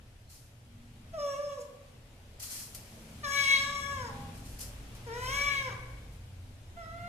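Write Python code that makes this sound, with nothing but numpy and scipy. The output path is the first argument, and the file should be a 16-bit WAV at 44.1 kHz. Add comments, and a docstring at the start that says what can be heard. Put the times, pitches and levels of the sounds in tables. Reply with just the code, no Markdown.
"""A low rumble and hum from outside come first, over a faint hiss of air, and swell with an idling engine.
Cats wait at a sheet-metal door in a hard, echoing shed and meow four times, clear and drawn out:
their vocal folds supply harmonics, which the resonances of nose, throat and mouth filter.
Short hisses and ticks come from among them, and two faint squeaks rise far off.
The second meow's last note rings on in the shed; then low drones come and go outside."""
import sys
import numpy as np
from scipy import signal
from scipy.fft import rfft, irfft
from scipy.io import wavfile
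from scipy.ndimage import uniform_filter1d

SR = 44100
rng = np.random.default_rng(int(sys.argv[2]) if len(sys.argv) > 2 else 0)


def digitize_waveform(pressure):
    """Quantize a signal to 16-bit integers and store it at the path in sys.argv[1].

    Rows of a 2-D input are taken as channels; values are limited to [-1, 1].
    """
    field = np.atleast_2d(pressure).T
    bounded = np.clip(field, -1, 1)
    quanta = np.round(bounded * 32767).astype(np.int16)
    wavfile.write(sys.argv[1], SR, quanta)


N = 312228
T = np.arange(N) / SR


def gain_of(db):
    return 10 ** (np.asarray(db) / 20)


def unit_rms(x):
    return x / np.sqrt(np.mean(x ** 2) + 1e-20)


def curve_at(points, hz, beyond=None):
    """Interpolation on a logarithmic frequency axis."""
    f, value = np.transpose(points)
    return np.interp(np.log(hz + 1), np.log(f + 1), value, beyond, beyond)


def wander(rate_hz, size):
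    """Low-pass noise: a random drift of rms 1."""
    width = max(int(SR / rate_hz), 2)
    return unit_rms(uniform_filter1d(uniform_filter1d(rng.standard_normal(size), width), width))


def resonance(modes, hz):
    """Power addition: the joint gain of steep resonance peaks."""
    return np.sqrt(sum(gain_of(2 * db) / (1 + (2 * (hz - f) / width) ** 2) ** 2
                       for f, width, db in modes))


# likeness of left and right: (frequency [Hz], coherence [0-1])
COHERENCE = [(30, 0.99), (150, 0.98), (300, 0.68), (600, 0.68), (1200, 0.022), (3000, 0.017)]

def stereo_noise(spectrum, frame, patch_db):
    """Partial coherence: shaped noise of rms 1 with drifting patches, alike in both ears in the bass."""
    hop = frame // 4
    hz = np.fft.rfftfreq(frame, 1 / SR)
    a, b, c, d, patches = rng.standard_normal((N // hop + 5, len(hz), 5)).T
    patches = unit_rms(uniform_filter1d(uniform_filter1d(patches, 8, 0), 8, 1))
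    coherence = curve_at(COHERENCE, hz)[:, None]
    left = a + 1j * b
    right = coherence * left + np.sqrt(1 - coherence ** 2) * (c + 1j * d)
    bins = np.array([left, right]) * spectrum(hz)[:, None] * gain_of(patch_db * patches)
    return unit_rms(signal.istft(bins, nperseg=frame, noverlap=frame - hop)[1][:, :N])


# background swell: (time [s], rumble base level [dB], air level [dB])
SWELL = [(0, -53.5, -63), (.6, -59, -64), (1.1, -55, -60.5), (1.6, -63.5, -60.5), (2.1, -55.5, -61.5),
         (2.7, -56.5, -58), (3.3, -56.5, -54), (3.7, -56, -56), (4.2, -50.5, -52), (4.5, -49, -55.5),
         (5, -50.5, -54.5), (5.4, -49, -50.5), (5.8, -50.5, -55.5), (6.202, -52.5, -60), (6.599, -52, -61),
         (7.08, -47.5, -58.5)]
# noise spectra: (frequency [Hz], relative density [dB])
DEEP_SPECTRUM = [(12, -4), (25, 5.5), (36, 3), (50, 4.5), (62, -11), (75, -18)]
MURMUR_SPECTRUM = [(150, 6), (165, -1.5), (200, 5.5), (232, -1), (260, 2), (330, -10.5), (400, -7)]
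AIR_SPECTRUM = [(180, -61), (300, -1.5), (370, -3), (395, -38), (428, -2), (641, -4), (1110, -9.5),
                (3230, -10.5), (4390, -14), (10200, -19), (14300, -29.5)]
# narrow noise bands, heard as wavering tones: (frequency [Hz], width [Hz], gain [dB])
HUM_BANDS = [(73, 14, -0.5), (94, 35, 3.5), (119.9, 12, 5), (148, 32, -29)]

def outside():
    """Common amplitude modulation: noise bands of rumble, hum and murmur swell together under air hiss."""
    s, rumble_db, air_db = np.transpose(SWELL)
    deep_db = rumble_db.max() + 1.22 * (rumble_db - rumble_db.max()) - 1.5  # swings wider than the hum
    hum_db = rumble_db - 0.3
    murmur_db = rumble_db + .45 * (air_db - rumble_db) - 6  # follows both rumble and air
    deep = stereo_noise(lambda hz: gain_of(curve_at(DEEP_SPECTRUM, hz, -86)), 4096, patch_db=0.88)
    hum = stereo_noise(lambda hz: resonance(HUM_BANDS, hz), 4096, patch_db=1.0)
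    murmur = stereo_noise(lambda hz: gain_of(curve_at(MURMUR_SPECTRUM, hz, -74)), 4096, patch_db=2.3)
    air = stereo_noise(lambda hz: gain_of(curve_at(AIR_SPECTRUM, hz, -85)), 1024, patch_db=1.0)
    layers = (deep_db, deep), (hum_db, hum), (murmur_db, murmur), (air_db, air)
    return sum(gain_of(np.interp(T, s, db)) * layer for db, layer in layers)


def tone(start, length, slide, first_hz, last_hz, db):
    """Frequency modulation: a wavering sine slides to its pitch as it swells and fades."""
    progress = np.clip((T - start) / length, 0, 1)
    hz = first_hz + (last_hz - first_hz) * np.minimum(progress * length / slide, 1)
    cycles = np.cumsum(hz * (1 + 0.0083 * wander(51, N))) / SR
    return gain_of(db) * np.abs(np.sin(np.pi * progress)) ** .9 * np.sin(2 * np.pi * cycles)


# two far squeaks, then the ring of the second meow's last note:
# (start [s], length [s], slide [s], first pitch [Hz], last pitch [Hz], level [dB])
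SQUEAKS_AND_RING = [(.26, .065, .03, 3800, 4220, -69), (1.85, .27, .11, 3700, 5520, -84),
                    (4.08, .24, .1, 806, 808, -51)]

def squeaks_and_ring():
    """Pure tones: two faint, rising squeaks, and a steady tone for the meow ringing on in the shed."""
    return sum(tone(*row) for row in SQUEAKS_AND_RING)


# bursts of air: (start [s], rise [s], hold [s], level [dB], 60 dB decay time [s])
HISS_BURSTS = [(0.283, 0.019, 0.058, -55.5, .6), (1.594, .01, .03, -61.5, 0.27),
               (2.391, 0.0099, 0.007, -45.5, 0.23), (2.414, 0.013, 0.0091, -43, 0.7),
               (2.476, .04, .1, -44, 0.47), (2.716, .03, 0.12, -61.5, 5.7), (2.745, .006, .005, -47, 0.11),
               (4.327, 0.029, 0.032, -58.5, 0.36), (4.427, .035, 0.069, -56.5, .6),
               (4.585, 0.0045, 0.0076, -52, 0.2), (4.595, 0.015, .006, -43, 0.37),
               (4.944, 0.0055, .005, -57, .25), (5.17, 0.067, 0.055, -53, .2),
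               (6.118, 0.0094, .01, -65, .35)]
# their spectrum: (frequency [Hz], relative density [dB])
HISS_SPECTRUM = [(470, -41), (800, -9.5), (2550, -6), (3440, -4), (3750, -16), (3980, 0.5), (5510, 3),
                 (10700, 1.5), (14300, -8)]

def hisses():
    """Broadband air noise: bright, fluttering bursts rise, hold and decay exponentially."""
    envelope = np.zeros(N)
    for start, rise, hold, db, t60 in HISS_BURSTS:
        attack = np.clip((T - start) / rise, 0, 1) ** 2
        envelope += attack * gain_of(db - 60 * np.maximum(T - start - rise - hold, 0) / t60)
    flutter = gain_of(0.34 * wander(83, N))
    air = stereo_noise(lambda hz: gain_of(curve_at(HISS_SPECTRUM, hz)), 256, patch_db=1.0)
    return uniform_filter1d(envelope, 200) * flutter * air


# idling outside: (time [s], rotation rate [Hz], level [dB])
ENGINE_IDLE = [(.3, 23.6, -61), (1.3, 23.6, -56), (1.9, 24.1, -61), (2.3, 23.8, -60), (2.6, 22.2, -58),
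               (3.1, 22.6, -53), (4.2, 23.2, -48), (4.6, 23.3, -50)]
# engine harmonics: (order [multiple of the rotation rate], relative level [dB])
ENGINE_ORDERS = [(1, -16), (2, -11), (3, -2), (4, -2), (5, 0), (6, -3), (7, -5), (8, -9), (9, -9), (10, -4),
                 (11, -9), (12, -14)]

def engine():
    """Periodic excitation: an engine sounds at multiples of its rotation rate, each swelling alone."""
    s, rotation_hz, db = np.transpose(ENGINE_IDLE)
    turns = np.cumsum(np.interp(T, s, rotation_hz)) / SR
    orders = sum(gain_of(order_db + 4.1 * wander(4.8, N)) * np.sin(2 * np.pi * (k * turns + rng.random()))
                 for k, order_db in ENGINE_ORDERS)
    fade = np.clip(np.minimum(T - s[0], s[-1] - T) / 0.15, 0, 1)
    return fade * gain_of(np.interp(T, s, db)) * unit_rms(orders)


# one contour a meow: (time [s], pitch [Hz], effort [dB], mouth opening [0-1], treble level [dB])
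MEOW_CONTOURS = [
    [(1.125, 666, -53, 0.8, -72), (1.145, 659, -35, 0.51, -72), (1.17, 638, -39.5, 0.53, -68),
     (1.19, 586.4, -37, 0.56, -62), (1.27, 567.7, -35.5, 0.56, -56), (1.36, 549.3, -36.5, 0.65, -60),
     (1.4, 585.6, -40.5, 0.48, -64), (1.46, 582.6, -41, .4, -66), (1.53, 560, -44, 0.82, -62.5),
     (1.575, 534.4, -56.5, 0, -68), (1.595, 490, -52.5, 0, -64), (1.63, 491, -64, .3, -56)],
    [(3.229, 599.5, -36, 0.2, -75), (3.245, 586.5, -33.5, 0.53, -55), (3.27, 558.6, -34, 0.27, -49),
     (3.3, 559, -33.5, 0.3, -47.5), (3.33, 563.8, -33.5, 0.59, -43.5), (3.4, 562, -33, 0.96, -44),
     (3.44, 558.5, -38.5, 0.95, -43.5), (3.52, 551.5, -34.5, 1, -43.5), (3.575, 548.7, -36, 1, -45.5),
     (3.62, 561.6, -38.5, 0.67, -48), (3.7, 567.1, -35.5, 0.52, -54), (3.82, 562.8, -39.5, 0.4, -52),
     (3.92, 564.5, -34.5, .25, -56), (3.96, 543.7, -36.5, 0.17, -56), (4.02, 500, -38.5, 0.01, -59.5),
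     (4.08, 452, -44, 0, -62), (4.11, 405, -45, 0, -69)],
    [(5.06, 489, -48.5, 0, -63), (5.1, 446.7, -41, 0.27, -71), (5.17, 488, -41.5, 0.47, -59.5),
     (5.27, 515.5, -41, 0.77, -54), (5.35, 563.8, -39, 0.9, -46.5), (5.48, 571.3, -41, 1, -51.5),
     (5.58, 553, -40, 0.98, -55), (5.63, 535, -45.5, .6, -57.5), (5.68, 511.3, -38.5, 0.36, -63),
     (5.71, 404.4, -55.5, 0.86, -67), (5.74, 384, -39, 0.4, -66)],
    [(6.757, 678, -68, 0.6, -79), (6.775, 692, -44, 0.36, -75), (6.8, 682.5, -44.5, 0.45, -73),
     (6.84, 651, -48.5, 0.66, -77), (6.9, 658, -49.5, 0.63, -79), (6.95, 673.5, -46.5, 0.45, -80),
     (6.99, 693.6, -45.5, 0.5, -84), (7.08, 694.5, -44, 0.61, -81)],
]
# one voice a meow: (left minus right [dB], mouth tuning [ratio], teeth tuning [ratio], breath [dB],
# then open-mouth gains on the effort: nose [dB], throat [dB], palate [dB], mouth [dB], teeth [dB])
CAT_VOICES = [(-0.5, 1.03, 0.897, -5, -10, -5, -18, -12, -14.5),
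              (2.5, 1.002, 1.042, -8.5, -30.5, -3, -5, 8.5, -0.5),
              (1.1, 1.006, 1.02, -4.5, -17.5, -1, -2.5, 6.5, -5.5),
              (-4.5, 0.914, 0.98, -8, -10, 4.5, -17, 10.5, -8)]
# gain change as the mouth shuts: (nose [dB], throat [dB], palate [dB], mouth [dB], teeth [dB])
SHUT_CHANGE_DB = [15.5, -1.4, -7, -44.5, -28]
# vocal tract resonances: (nominal frequency [Hz], width [Hz], relative gain [dB])
NOSE_MODES = [(496, 406, 4)]
THROAT_MODES = [(1078, 394, 0.0064)]
PALATE_MODES = [(1700, 760, 0.1)]
MOUTH_MODES = [(2250, 330, 0)]
TEETH_MODES = [(3020, 240, -48), (3060, 460, 0), (3810, 850, -4.5), (4530, 230, -6.5)]
TREBLE_MODES = [(5280, 210, 3), (5694, 220, 0.5), (5920, 420, -2), (7000, 1230, -8), (7970, 1200, -9),
                (11700, 1700, -21)]
BREATH_MODES = [(6200, 2400, 3), (9400, 3800, -10), (12200, 6100, -8)]

def meow(contour, mouth_tuning, teeth_tuning, breath_db, *open_db):
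    """Source-filter principle: formants of the vocal tract weight vocal-fold harmonics and breath."""
    s, pitch, effort_db, mouth_open, treble_db = np.transpose(contour)
    t = T[(T >= s[0]) & (T < s[-1])]
    shut = 1 - np.interp(t, s, mouth_open)
    formant_db = [np.interp(t, s, effort_db) + db + change * shut
                  for db, change in zip(open_db, SHUT_CHANGE_DB)]
    formant_db.append(np.interp(t, s, treble_db))
    mouth = [(f * mouth_tuning, width, db) for f, width, db in MOUTH_MODES]
    teeth = [(f * teeth_tuning, width, db) for f, width, db in TEETH_MODES]
    formants = zip((NOSE_MODES, THROAT_MODES, PALATE_MODES, mouth, teeth, TREBLE_MODES), formant_db)

    hz = np.interp(t, s, pitch) * (1 + 0.00318 * wander(64.6, len(t)))  # the vocal folds tremble
    cycles = np.cumsum(hz) / SR
    k = np.arange(1, 25)[:, None]  # harmonic numbers
    sink = np.minimum(hz / np.median(hz), 1) ** 0.23  # formants sink as the mouth closes on low notes
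    weight = np.sqrt(sum((gain_of(db) * resonance(modes, k * hz / sink)) ** 2 for modes, db in formants))
    flicker_db = np.minimum(.5 + .3 * k, 2.5) * wander(25, weight.shape)
    rasp_db = np.minimum(.12 * k * k, 3.8) * wander(250, weight.shape)
    harmonics = np.sqrt(2) * np.cos(2 * np.pi * k * cycles + k * k)
    voice = (weight * gain_of(flicker_db + rasp_db) * harmonics).sum(0)

    # air escapes in a puff each cycle and takes the colour of the upper resonances
    puffs = rng.standard_normal(len(t)) * (1 + .5 * np.cos(2 * np.pi * cycles))
    bin_hz = np.fft.rfftfreq(len(t), 1 / SR)
    upper = (mouth, formant_db[3] - 9.5), (teeth, formant_db[4]), (BREATH_MODES, formant_db[5] + 2.5)
    breath = sum(gain_of(db) * unit_rms(irfft(rfft(puffs) * resonance(modes, bin_hz), len(t)))
                 for modes, db in upper)

    runs_to_end = t[-1] > T[-100]  # such a call does not fade out
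    fade = np.minimum(1, np.minimum(t - t[0], t[-1] - t + runs_to_end) / 0.011)
    out = np.zeros(N)
    out[round(t[0] * SR):][:len(t)] = (voice + gain_of(breath_db) * breath) * fade
    return out


# tiny cracks: (time [s], level before the high-pass [dB])
TICK_EVENTS = [(2.4285, -36), (2.7487, -33), (2.7527, -35), (4.594, -36), (4.6135, -32), (4.9497, -50),
               (6.1245, -56)]

def ticks():
    """Short transients have broad spectra: bright cracks, as of a claw or tongue."""
    out, t = np.zeros(N), np.arange(600) / SR
    t60 = .008
    for start, db in TICK_EVENTS:
        out[round(start * SR):][:len(t)] += gain_of(db - 60 * t / t60) * rng.standard_normal(len(t))
    return signal.sosfilt(signal.butter(2, 3800, "high", fs=SR, output="sos"), out)


# drones outside: (start [s], length [s], slide [s], first pitch [Hz], last pitch [Hz], level [dB])
LOW_DRONES = [(4.45, .5, 0.19, 50, 51.8, -44.5), (5.038, .55, 0.36, 48.5, 50.5, -43),
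              (5.75, 0.58, .3, 50.4, 51, -45.5), (4.84, 0.88, .5, 122.5, 121.3, -48),
              (5.587, 0.44, 0.2, 115.4, 118.7, -43.5), (6.1, 0.49, 0.48, 91.6, 91, -45)]

def drones():
    """Superposition: low, nearly steady tones overlap as they come and go."""
    return sum(tone(*row) for row in LOW_DRONES)


# reverberation of the shed: (frequency [Hz], 60 dB decay time [s])
SHED_DECAY = [(250, 1.7), (600, 0.87), (1200, 0.92), (2300, 0.85), (4000, 0.59), (8000, 0.42),
              (14000, 0.25)]

def shed(x):
    """Reverberation: echoes of random sign, one in every 20 samples, each band dying at its own rate."""
    echoes = np.zeros((2, SR))
    arrivals = np.arange(300, SR - 20, 20) + rng.integers(0, 20, (2, (SR - 301) // 20))
    np.put_along_axis(echoes, arrivals, rng.choice([-1., 1.], arrivals.shape), 1)
    hz, t, bins = signal.stft(echoes, SR, nperseg=256)
    coherence = curve_at(COHERENCE, hz)[:, None]  # long waves reach both microphones alike
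    bins[1] = coherence * bins[0] + np.sqrt(1 - coherence ** 2) * bins[1]
    decay = gain_of(-60 * t / curve_at(SHED_DECAY, hz)[:, None])
    tail = signal.istft(bins * decay, SR, nperseg=256)[1]
    return signal.fftconvolve(x[None], tail / np.linalg.norm(tail[0]), axes=1)[:, :N]


# later arrival of the meows at the left microphone: (frequency [Hz], phase lag [rad])
LEFT_LAG = [(100, .1), (600, 0.52), (1130, 0.63), (1700, 3.75), (2230, 5.18), (3400, 7.5), (5600, 10.27),
            (14000, 24.1)]

def scene():
    """Direct and reverberant sound add to the background; level and phase cues place the cats."""
    calls = [meow(contour, *voice[1:]) for contour, voice in zip(MEOW_CONTOURS, CAT_VOICES)]
    direct = sum(call * gain_of([[voice[0] / 2], [-voice[0] / 2]])
                 for call, voice in zip(calls, CAT_VOICES))
    lag = curve_at(LEFT_LAG, np.fft.rfftfreq(N, 1 / SR))
    direct[0] = irfft(rfft(direct[0]) * np.exp(-1j * lag), N)
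    small_sounds = ticks() + squeaks_and_ring()
    direct += hisses() + small_sounds
    reverberant = gain_of(-3) * shed(small_sounds) + gain_of(-6) * shed(sum(calls))
    return direct + reverberant + engine() + drones() + outside()


# balance of the microphone pair: (frequency [Hz], left minus right [dB])
MIC_BALANCE = [(60, 0), (500, 0.5), (1000, -0.5), (2400, 5.5), (5000, -1), (9000, 1), (14000, 15)]

def record(dry):
    """Frequency response: each microphone has its own colour, and a low-pass limits the band."""
    tilt_db = curve_at(MIC_BALANCE, np.fft.rfftfreq(N, 1 / SR)) / 2
    coloured = irfft(rfft(dry) * gain_of([tilt_db, -tilt_db]), N)
    low_pass = signal.firwin(801, cutoff=14330, window=("kaiser", 9), fs=SR)
    return signal.oaconvolve(coloured, low_pass[None], "same")


dry = scene()
out = record(dry)
digitize_waveform(out)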